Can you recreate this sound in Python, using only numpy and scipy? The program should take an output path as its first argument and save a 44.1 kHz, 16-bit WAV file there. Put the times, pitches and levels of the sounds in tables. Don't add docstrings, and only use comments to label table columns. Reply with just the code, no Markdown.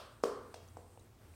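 import sys
import numpy as np
from scipy import signal
from scipy.io import wavfile
from scipy.ndimage import uniform_filter1d

SR = 44100
rng = np.random.default_rng(int(sys.argv[2]) if len(sys.argv) > 2 else 0)


def to_wav(s):
    ch = np.atleast_2d(s).T
    pcm = np.round(np.clip(ch, -1, 1) * 32767)
    wavfile.write(sys.argv[1], SR, pcm.astype(np.int16))


def natural_amplitude(level_db):
    exponent = np.asarray(level_db, float) / 20
    return 10 ** exponent


N = 59535
LEAD = 4410

# f/Hz, density/dB per Hz
HISS_SPECTRUM = [(76, -29), (130, -10.5), (172, -17.5), (279, -18.5), (335, -13.5), (402, -19),
                 (846, -22.5), (2830, -33.5), (16000, -40)]
# f/Hz, width/Hz, level/dB
FAN_RUMBLE = [(30.8, 28, -82), (56.4, 29, -69), (77, 21, -70.5), (114.1, 11.4, -70), (226, 43, -76),
              (320, 270, -78.5)]
# t/s, f/Hz, level/dB
FAN_TONE = [(0.0, 105.8, -70.5), (0.204, 110.9, -70.5), (0.232, 105.7, -70), (0.386, 114, -81),
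            (0.425, 98.6, -58), (0.466, 89.5, -68), (0.732, 87.6, -58.5), (0.916, 91.3, -64.5),
            (0.947, 96, -64), (1.069, 94.83, -64), (1.154, 119.7, -70), (1.192, 115.5, -91),
            (1.235, 103.6, -58), (1.286, 97.6, -67), (1.322, 83, -56.5), (1.35, 84, -67)]
# t/s, level/dB
BRISTLE_DRAG = [(0.0, -71), (0.044, -71.5), (0.224, -75), (0.236, -77), (0.254, -58.5), (0.384, -75.5),
                (0.536, -72), (0.545, -61), (0.582, -76.5), (0.887, -72), (1.024, -69.5), (1.1, -89),
                (1.288, -78), (1.35, -69.5)]
# f/Hz, t60/s
WALL_DECAY = [(150, 0.72), (400, 0.91), (700, 0.62), (1300, 0.92), (2760, 0.64), (7280, 0.41),
              (14000, 0.31)]
# f/Hz, level/dB
WALL_COLOUR = [(150, -4.5), (430, -6), (800, -0.5), (1300, -5.5), (3000, 1), (7000, -0.5), (14000, 5.5)]
# f/Hz, level/dB, t60/s
STANDING_WAVES = [(278, -67, 0.77), (326, -51, 0.28), (379, -54, .75), (415.3, -53.5, 0.5),
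                  (466, -60.5, 0.42), (492.6, -52, 0.36), (544, -54, 0.37), (576, -56, 0.46),
                  (619, -51.5, 0.25)]
# t/s, peak/dB, f/Hz, t60/s, share reaching the walls/dB
AIR_POCKETS = [(-.061, -27.5, 585, 0.021, -0.5), (-.06, -21, 1150, 0.0044, 5), (.2361, -16, 443, 0.029, -1),
               (.2362, -23.5, 320, 0.023, -0.5), (.2369, -17, 633, 0.0085, -11),
               (.2374, -14.5, 1135, 0.0075, 1.5), (.375, -44, 816, 0.015, 2),
               (.5403, -44, 850, 0.0077, -14), (.5421, -28.5, 740, 0.0083, -3),
               (.5424, -29, 1656, 0.0023, -5.5), (.546, -41, 537, 0.018, 2.5),
               (0.7683, -38.5, 320, 0.01, -3), (.7695, -25.5, 760, 0.0062, -2.5),
               (.7731, -32, 482, 0.0079, 1), (.9744, -35, 722.2, 0.0068, -6.5),
               (.9775, -42.5, 430, 0.0097, 0)]
# t/s, level/dB, centre f/Hz, width/Hz, t60/s
FOAM_SPLASHES = [(-.0601, -40.5, 2400, 2678, 0.017), (-.0600, -40, 4815, 4100, 0.041),
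                 (.2316, -53, 7460, 3190, 0.018), (.2367, -33, 5260, 2520, 0.0091),
                 (.2389, -49, 10300, 6060, 0.022), (.2402, -43.5, 6900, 2510, 0.018),
                 (.2404, -40, 2920, 1570, 0.023), (.2407, -45, 4470, 1700, 0.016),
                 (.5321, -60, 5185, 4611, .0062), (.5409, -55, 2900, 3030, 0.016),
                 (.5411, -67, 12000, 6000, .015), (.5425, -46.5, 5700, 3500, 0.0062),
                 (.5427, -50.2, 2390, 1820, 0.0093), (.5446, -51.5, 4800, 2800, 0.027),
                 (.5461, -65, 8400, 1500, 0.011), (.5467, -51.5, 3440, 3400, 0.011),
                 (.6783, -55.2, 8800, 3704, 0.005), (.7696, -58.5, 5093, 2778, .012),
                 (.7711, -64, 2130, 1180, 0.021), (.7721, -65, 7400, 1980, 0.039),
                 (.9752, -61, 2630, 990, 0.0069), (.9951, -61, 6800, 3500, .015),
                 (1.3381, -67.5, 2280, 736.1, 0.032)]
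# t/s, peak/dB, f/Hz, t60/s
FOAM_BUBBLES = [
    (0.686, -53, 5990, 0.013),
    (1, -61, 3900, 0.017),
    (0.76, -70, 7100, 0.0039),
]


def evened(x):
    return x / np.sqrt(np.mean(x ** 2) + 1e-20)


def read(points, f_hz):
    f, value = np.transpose(points)
    return np.interp(np.log(f_hz + 1), np.log(f + 1), value)


def add(mix, t_s, sound):
    part = mix[LEAD + round(t_s * SR):][:len(sound)]
    part += sound[:len(part)]


def resonate(x, f_hz, width_hz):
    turn = np.exp(2j * np.pi * f_hz * np.arange(len(x)) / SR)
    r = np.exp(-np.pi * width_hz / SR)
    return 2 * (turn * signal.lfilter([1 - r], [1, -r], x / turn)).real


def resonate_twice(x, f_hz, width_hz):
    return resonate(resonate(x, f_hz, width_hz), f_hz, width_hz)


def room_hiss():
    level_db, patch_db, flicker_db = -65, 0.8, 1.0
    frames, f_hz = N // 256 + 5, np.fft.rfftfreq(1024, 1 / SR)
    real, imag, patches = rng.standard_normal((frames, 513, 3)).T
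    patches = uniform_filter1d(patches, 12, 0)
    patches = evened(uniform_filter1d(patches, 14, 1))
    flicker = patches[40]
    gain_db = read(HISS_SPECTRUM, f_hz)[:, None] + patch_db * patches + flicker_db * flicker
    z = (real + 1j * imag) * natural_amplitude(gain_db) * (f_hz > 120)[:, None]
    hiss = signal.istft(z, nperseg=1024, noverlap=768)[1][:N]
    return natural_amplitude(level_db) * evened(hiss)


def fan_rumble():
    settle = 8000
    rumble = np.zeros(N)
    for f_hz, width_hz, db in FAN_RUMBLE:
        noise = rng.standard_normal(N + settle)
        rumble += natural_amplitude(db) * evened(resonate_twice(noise, f_hz, width_hz)[settle:])
    return rumble


def fan_tone():
    t_s, f_hz, db = np.transpose(FAN_TONE)
    t = np.arange(N) / SR
    cycles = np.cumsum(np.interp(t, t_s, f_hz)) / SR
    return np.sqrt(2) * natural_amplitude(np.interp(t, t_s, db)) * np.sin(2 * np.pi * cycles)


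def bristle_fizz():
    f_hz, width_hz, ticks_per_s, trim_db, spread_db = 8470, 1670, 7400, -4.5, 1.5
    sizes = natural_amplitude(spread_db * rng.exponential(1, N))
    ticks = sizes * (rng.random(N) < ticks_per_s / SR) * rng.choice([-1, 1], N)
    band = evened(resonate_twice(ticks, f_hz, width_hz))
    t_s, db = np.transpose(BRISTLE_DRAG)
    return natural_amplitude(trim_db + np.interp(np.arange(N) / SR, t_s, db)) * band


def walls(x):
    gap_s, build_s, level_db = 0.0093, 0.0036, 0.5
    taps = np.zeros(SR)
    at = np.arange(0, SR - 20, 20)
    taps[at + rng.integers(0, 20, len(at))] = rng.choice([-1., 1.], len(at))
    f_hz, t, z = signal.stft(taps, SR, nperseg=256)
    z = z * natural_amplitude(read(WALL_COLOUR, f_hz)[:, None] - 60 * t / read(WALL_DECAY, f_hz)[:, None])
    tail = signal.istft(z, SR, nperseg=256)[1]
    tail = tail / np.linalg.norm(tail)
    t = np.arange(len(tail)) / SR
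    for f, db, t60_s in STANDING_WAVES:
        tail += natural_amplitude(db - 60 * t / t60_s) * np.sin(2 * np.pi * (f * t + rng.random()))
    tail *= np.clip((t - gap_s) / build_s, 0, 1)
    return natural_amplitude(level_db) * signal.fftconvolve(x, tail)[:len(x)]


def ring(db, f_hz, t60_s):
    rise_cycles = 0.27
    t = np.arange(2600) / SR
    rise = (1 - np.exp(-t * f_hz / rise_cycles)) ** 3
    return natural_amplitude(db - 60 * t / t60_s) * rise * -np.sin(2 * np.pi * f_hz * t)


def splash(db, f_hz, width_hz, t60_s):
    rise_s = 0.0001
    t = np.arange(2000) / SR
    band = evened(resonate_twice(rng.standard_normal(len(t)), f_hz, width_hz))
    burst = natural_amplitude(db - 60 * t / t60_s) * (1 - np.exp(-t / rise_s)) * band
    click = resonate_twice(1. * (t == 0), f_hz, width_hz)
    return burst, evened(click) * np.std(burst)


def pats():
    near, far = np.zeros((2, N + LEAD))
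    for t_s, db, f_hz, t60_s, wall_db in AIR_POCKETS:
        add(near, t_s, ring(db, f_hz, t60_s))
        add(far, t_s, ring(db + wall_db, f_hz, t60_s))
    for t_s, *bubble in FOAM_BUBBLES:
        add(near, t_s, ring(*bubble))
    for t_s, *foam in FOAM_SPLASHES:
        burst, click = splash(*foam)
        add(near, t_s, burst)
        add(far, t_s, click)
    thin = signal.butter(4, 181, "high", fs=SR, output="sos")
    return signal.sosfilt(thin, [near, far])


def scene():
    near, far = pats()
    background = room_hiss() + fan_rumble() + fan_tone()
    return (background + bristle_fizz() + (near + walls(far))[LEAD:])[None]


def band_limit(x):
    return signal.sosfilt(signal.butter(12, 16290, fs=SR, output="sos"), x)


def record(dry):
    lowpass = signal.firwin(511, 16100, window=("kaiser", 9), fs=SR)
    mix = signal.oaconvolve(dry, lowpass[None], "same")
    return band_limit(mix)


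dry = scene()
out = record(dry)
to_wav(out)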